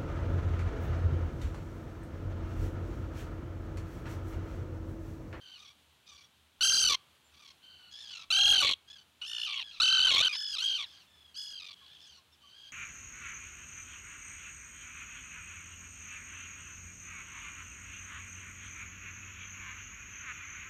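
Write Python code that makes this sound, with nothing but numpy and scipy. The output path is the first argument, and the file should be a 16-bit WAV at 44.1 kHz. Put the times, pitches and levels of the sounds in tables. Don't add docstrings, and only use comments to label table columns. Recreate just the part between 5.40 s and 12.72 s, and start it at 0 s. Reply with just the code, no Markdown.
import sys
import numpy as np
from scipy import signal
from scipy.fft import rfft, irfft, next_fast_len
from scipy.io import wavfile
from scipy.ndimage import uniform_filter1d, map_coordinates

SR = 44100
rng = np.random.default_rng(int(sys.argv[2]) if len(sys.argv) > 2 else 0)


def bounce(signal):
    frames = np.transpose(np.atleast_2d(signal))
    limited = np.clip(frames, -1, 1)
    pcm = np.round(limited * 32767).astype(np.int16)
    wavfile.write(sys.argv[1], SR, pcm)


N = 322812
TOP_HZ = 15800

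# t/s, pitch f/Hz, roughness, level between chops/dB, core level/dB, treble over core/dB
NEAR_CONTOURS = [
    [(1.208, 1457, 0.4, -15, -26.5, -10), (1.234, 1570, .1, -1.5, -26, -0.5), (1.33, 1584, 0.2, -6, -30, 4),
     (1.41, 1584, 0.28, -3, -31.5, 5), (1.445, 1512, 0.2, -19, -28, 2), (1.486, 1476, 0.21, -22, -25.5, -4),
     (1.497, 1160, 0.71, -12, -28.5, -1), (1.558, 1066, 0.88, -12, -27, -10)],
    [(2.903, 1292, .15, -20.5, -25.5, -15), (2.93, 1516, 0.17, -9, -27, -6),
     (3.0, 1614, 0, -1.5, -23, -14.5), (3.115, 1626, 0.11, -10.5, -21, -12.5),
     (3.165, 1572, 0.42, -19, -24, -14), (3.217, 1465, 0.23, -14, -25.5, -6),
     (3.227, 1157, 1, -10, -24.5, -15), (3.343, 1081, 1.23, -15.5, -28, -20)],
    [(4.4, 1285, 0.2, -33, -24, -14), (4.428, 1512, .15, -5.5, -24.5, -9.5),
     (4.55, 1558, 0.11, -3, -24, -15.5), (4.605, 1498, 0.13, -19.5, -24, -16),
     (4.655, 1556, 0.18, -20, -23, -16), (4.703, 1458, 0.48, -8, -23.5, -16.5),
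     (4.713, 1070, 0.88, -5.5, -25.5, -17.5), (4.812, 1150, 1, -17, -23.5, -14.5),
     (4.826, 1510, 0.44, -20, -26, -18.5), (4.86, 1562, 0.39, -10, -24.5, -16.5),
     (4.89, 1483, 0.07, -32, -27, -14)],
    [(3.814, 1454, 0.82, -9, -38, -18), (3.85, 1513, 0.35, 6, -42, -14), (3.875, 1790, 0, -8, -45, -2),
     (3.93, 1798, 0.3, 6.5, -39, -11), (4.05, 1750, 0.3, 2, -35, -11.5), (4.08, 1204, 0.8, -13, -37.5, -13),
     (4.19, 1090, 0.67, -15, -36, -18.5), (4.235, 797, 1.03, -10, -38, -19)],
    [(4.89, 1230, 0.4, -9, -37, -11), (4.935, 1190, 0.65, -24, -39, -16), (4.97, 848, 1, -7, -37, -23)],
    [(4.925, 1620, 0.3, -17, -40, 2), (4.965, 1743, 0.17, 1, -44, 5.5), (5.02, 1715, 0.02, -6, -40.5, 2.5),
     (5.12, 1686, 0.17, -12, -43, 2.5), (5.152, 1566, 0, -1, -34.5, -4),
     (5.165, 1258, 0.4, -33, -40.5, -12), (5.18, 1150, 0.8, -1, -35, 0)],
    [(5.18, 1257, 0.8, -14, -33.5, -14), (5.215, 1474, 0.5, -10, -35, -8.5),
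     (5.25, 1629, 0.3, -13, -29.5, -12), (5.35, 1578, 0.3, -2, -31.5, -15.5),
     (5.372, 1558, 0.44, 0, -36, -8.5), (5.385, 1202, 0.48, -7, -37, -14.5),
     (5.425, 1143, 0.77, -12, -35.5, -14.5), (5.46, 827, 0.6, 9, -46, -26)],
    [(5.943, 1468, 0.1, -6, -55, -5), (5.978, 1694, .08, -6, -46, 5), (6.1, 1670, 0.07, -5, -49.5, 1),
     (6.192, 1565, 0.15, -23, -45, -8.5), (6.203, 1260, 0.45, -27, -48.5, -5.5),
     (6.32, 1138, 0.88, -38, -49.5, -12), (6.35, 1105, 0.5, -15, -57, -9)],
]
# first chop t/s, starting chop rate/Hz, final chop rate/Hz,
# pitch sag/fraction, half-pitch level/dB, fundamental level/dB, beak resonance f/Hz, its gain/dB
NEAR_VOICES = [ (1.208, 40.6, 42.9, .135, -24, 4, 6000, 7), (2.901, 41.6, 46.2, .15, -16, -2, 5050, -9),
               (4.394, 42.3, 46.5, .14, -26, 0, 3650, 4), (3.802, 59.5, 58.5, .2, -25, 0, 2850, 11),
               (4.892, 52, 52, .08, -22, 0, 2400, 8), (4.927, 47.3, 47.5, .14, -30, -2, 5050, 12),
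               (5.184, 54, 54, .1, -23, -3, 3150, 5), (5.94, 46.7, 45.6, .14, -30, -6, 4950, 8)]


def near_terns(beak_width_hz=420):
    track = np.zeros(N)
    for contour, voicing in zip(NEAR_CONTOURS, NEAR_VOICES):
        first_chop, rate, final_rate, sag, half_db, fundamental_db, beak_hz, beak_db = voicing
        t = span(contour[0][0], contour[-1][0])
        pitch, rough, chop_db, level_db, bright_db = curves(contour, t)
        chops = (t[0] - first_chop) * rate + np.cumsum(np.linspace(rate, final_rate, len(t))) / SR
        sag = sag * np.clip(1.25 - rough, 0, 1)
        voice = syrinx(t, pitch, chops, sag, chop_db, rough, half_db, fundamental_db)
        voice = filtered(voice, lambda f: amp(beak_db * np.exp(-((f - beak_hz) / beak_width_hz) ** 2)))
        add(track, t, beak(voice, level_db, bright_db), attack=0.0018, release=0.0077)
    return track


# f/Hz, gain/dB
THROAT_RESPONSE = [(300, -20.5), (800, -12), (1150, -6), (1600, -13), (1900, -11), (2400, -2.5), (3100, 3),
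                   (3550, 2.5), (4150, 3.5), (4950, -9.5), (5550, -6), (6350, -10.5), (7000, -19.5),
                   (8000, -21), (11000, -24.5), (15500, -37)]


def syrinx(t, pitch, chops, sag, chop_db, rough, half_db, fundamental_db, flutter_db=3.0, hiss_db=-27):
    chop_phase = (chops + .015 * wobble(30, t)) % 1
    last_part = np.clip((chop_phase - 1) / .4 + 1, 0, 1)
    droop = np.clip(1.25 * np.sin(np.pi * last_part), 0, 1)
    fade = np.interp(chop_phase, [0, .63, .88, .95, 1], [0, 0, 1, 1, 0])
    hz = pitch * (1 - sag * droop) * (1 + (0.0018 + 0.019 * rough) * wobble(110, t))
    rough = rough + .18 * droop
    rasp_hz = .33 * hz * (1 + .45 * wobble(260, t))
    rasp = np.sin(2 * np.pi * np.cumsum(rasp_hz) / SR)
    phase = 2 * np.pi * np.cumsum(hz) / SR + rough * (.22 * wobble(800, t) + .2 * rasp)
    strength = amp(chop_db * fade + 0.43 * wobble(50, t)) * (1 + .7 * rough * rasp)
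    tone = np.zeros(len(t))
    for k in np.arange(1, 29) / 2:
        db = (half_db - 10 * (k == 1.5)) * (k % 1 > 0)
        db = db + (k == 1) * (fundamental_db - 3 * rough)
        db = db + flutter_db * wobble(45.25, t) + 3.5 * rough * wobble(240, t)
        tone += amp(db) * (k * hz < TOP_HZ) * np.cos(k * phase + rng.uniform(0, 2 * np.pi))
    hiss = amp(hiss_db) * (1 + np.cos(phase)) * rng.standard_normal(len(t))
    return filtered(strength * (tone + hiss), lambda f: amp(along(THROAT_RESPONSE, f)))


def beak(voice, level_db, bright_db, split_hz=4450):
    core = filtered(voice, lambda f: 1 / (1 + (f / split_hz) ** 24))
    treble = voice - core
    return amp(level_db) * (levelled(core) + amp(bright_db) * levelled(treble))


# start t/s, end t/s, pitch f/Hz, final f/Hz, chop rate/Hz,
# level between chops/dB, roughness, level/dB, final level/dB (both before the swell), treble/dB
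FAR_CALLS = [ (-.05, 0.188, 1566, 1450, 48, -17, 0.37, -58.5, -52, -13.5),
             (.165, 0.341, 1222, 1074, 36.4, -16, 0.71, -55, -59.5, -6),
             (0.659, 0.881, 1217, 1121, 33.6, -13.5, 0.6, -56.5, -65, -2.5),
             (1.912, 2.137, 1230, 1020, 36.5, -41, 0.69, -68, -55.5, -5),
             (2.219, 2.523, 1545, 1440, 51, -8.5, 0.06, -57, -57.5, -20.5),
             (2.505, 2.738, 1737, 1706, 60, -16.5, 0.5, -52, -50.5, -4.5),
             (2.686, 2.856, 1537, 1087, 47.4, -23.5, 0.77, -47.5, -50, -8),
             (3.473, 3.647, 1710, 1429, 36, -37.5, 0.45, -51.5, -63.5, -7.5),
             (4.22, 4.343, 1700, 1630, 55, -21, 0.2, -53, -53.5, -12),
             (4.301, 4.415, 1368, 1190, 50, -6, 0.75, -53.5, -53, -11.5),
             (5.444, 5.659, 1753, 1277, 66, -7, 0.62, -56.5, -63, -6),
             (5.664, 5.939, 1760, 1590, 28, -33, 0, -67, -64.5, -11.5),
             (6.345, 6.621, 1645, 1753, 57, 3, 0.65, -60.5, -58.5, -14.5),
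             (6.588, 6.813, 1750, 1248, 38, -8, 0.59, -58.5, -62, -3.5),
             (6.912, 6.963, 1800, 1640, 18, -6, 0.2, -71, -63, -1),
             (7.001, 7.365, 1554, 1680, 56, -10.5, 0.27, -63.5, -53, -10.5)]


def far_terns(swell_db=3, waver=.05, flicker_db=0.9):
    track = np.zeros(N)
    for start, end, pitch, final_pitch, rate, chop_db, rough, db, final_db, bright_db in FAR_CALLS:
        t = span(start, end)
        progress = (t - start) / (end - start)
        hz = (pitch + (final_pitch - pitch) * progress ** 2) * (1 + waver * rough * wobble(30, t))
        chops = (t - start) * rate
        voice = syrinx(t, hz, chops, sag=.09, chop_db=chop_db, rough=rough, half_db=-22, fundamental_db=0)
        voice = filtered(voice, lambda f: 1 / (1 + (f / 9500) ** 4))
        swell = swell_db * (np.sin(np.pi * progress) - .5)
        level_db = db + (final_db - db) * progress + swell + flicker_db * wobble(25, t)
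        add(track, t, beak(voice, level_db, bright_db), attack=.02, release=.03)
    return track


# start t/s, end t/s, pitch f/Hz, final f/Hz, level/dB
FAR_PEEPS = [(1.836, 1.915, 7230, 7170, -68), (6.409, 6.461, 1153, 1010, -62.5),
             (6.771, 6.82, 1133, 1020, -65), (7.029, 7.077, 1180, 1100, -61)]


def peeps():
    track = np.zeros(N)
    for start, end, hz, final_hz, db in FAR_PEEPS:
        t = span(start, end)
        phase = 2 * np.pi * np.cumsum(np.linspace(hz, final_hz, len(t))) / SR
        add(track, t, amp(db) * np.sin(phase), attack=0.012, release=0.028)
    return track


# f/Hz, time for the echo to fall 60 dB t/s
ROCK_DECAY = [(200, 0.75), (3000, .3), (10000, 0.093)]


def rock_echoes(x):
    hz, t, spectrum = signal.stft(rng.standard_normal(SR // 2), SR, nperseg=256)
    decay = amp(-60 * t / along(ROCK_DECAY, hz)[:, None])
    tail = signal.istft(spectrum * decay, SR, nperseg=256)[1]
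    return signal.fftconvolve(x, tail / np.linalg.norm(tail))[:N]


# f/Hz, relative level/dB
WASH_SPECTRUM = [(20, -27), (130, -5), (500, -13.5), (1000, -11), (1500, -11.5), (2000, -14), (3200, -7.5),
                 (4200, -13), (5200, -19.5), (15500, -18.5)]
# f/Hz, relative level/dB
RUMBLE_SPECTRUM = [(20, -50.5), (50, -29.5), (76, 10.5), (105, -12.5), (200, -25), (500, -63)]


def air_and_sea(wash_db=-66, rumble_db=-76):
    t = np.arange(N) / SR
    drift_db = .8 * wobble(3, t) + .5 * wobble(20, t)
    return amp(wash_db + drift_db) * noise(WASH_SPECTRUM) + amp(rumble_db) * noise(RUMBLE_SPECTRUM)


def amp(db):
    return 10 ** (np.asarray(db) / 20)


def noise(spectrum):
    x = filtered(rng.standard_normal(N), lambda f: amp(along(spectrum, f)))
    return x / np.sqrt(np.mean(x ** 2) + 1e-20)


def levelled(x):
    power = uniform_filter1d(uniform_filter1d(x ** 2, size=1000), size=1000)
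    return x / np.sqrt(np.abs(power) + 1e-12)


def along(points, hz):
    f, values = np.transpose(points)
    return np.interp(np.log(hz + 1), np.log(f + 1), values)


def curves(rows, t):
    times, *columns = np.transpose(rows)
    return [np.interp(t, times, column) for column in columns]


def wobble(rate, t):
    at = (t - t[0]) * rate
    return map_coordinates(rng.standard_normal(int(at[-1]) + 4), [at])


def filtered(x, response):
    size = next_fast_len(len(x) + 8192)
    return irfft(rfft(x, size) * response(np.fft.rfftfreq(size, 1 / SR)), size)[:len(x)]


def span(start, end):
    return np.arange(max(round(start * SR), 0), min(round(end * SR), N)) / SR


def add(track, t, sound, attack, release):
    edges = np.clip((t - t[0]) / attack, 0, 1) * np.clip((t[-1] - t) / release, 0, 1)
    track[round(t[0] * SR):][:len(t)] += sound * edges


def scene():
    near = near_terns()
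    far = far_terns() + peeps()
    echoes = rock_echoes(amp(-30) * near + amp(-13) * far)
    return (near + far + echoes + air_and_sea())[None]


def record(dry, upper_limit=0.11, lower_limit=0.39, knee=4, bass_hz=22, treble_hz=9500):
    x = dry[0]
    limit = np.where(x > 0, upper_limit, lower_limit)
    x = x / (1 + np.abs(x / limit) ** knee) ** (1 / knee)
    x = filtered(x, lambda f: f ** 2 / (f ** 2 + bass_hz ** 2) / np.sqrt(1 + (f / treble_hz) ** 4))
    return filtered(x, lambda f: f < TOP_HZ)[None]


dry = scene()
out = record(dry)
bounce(out)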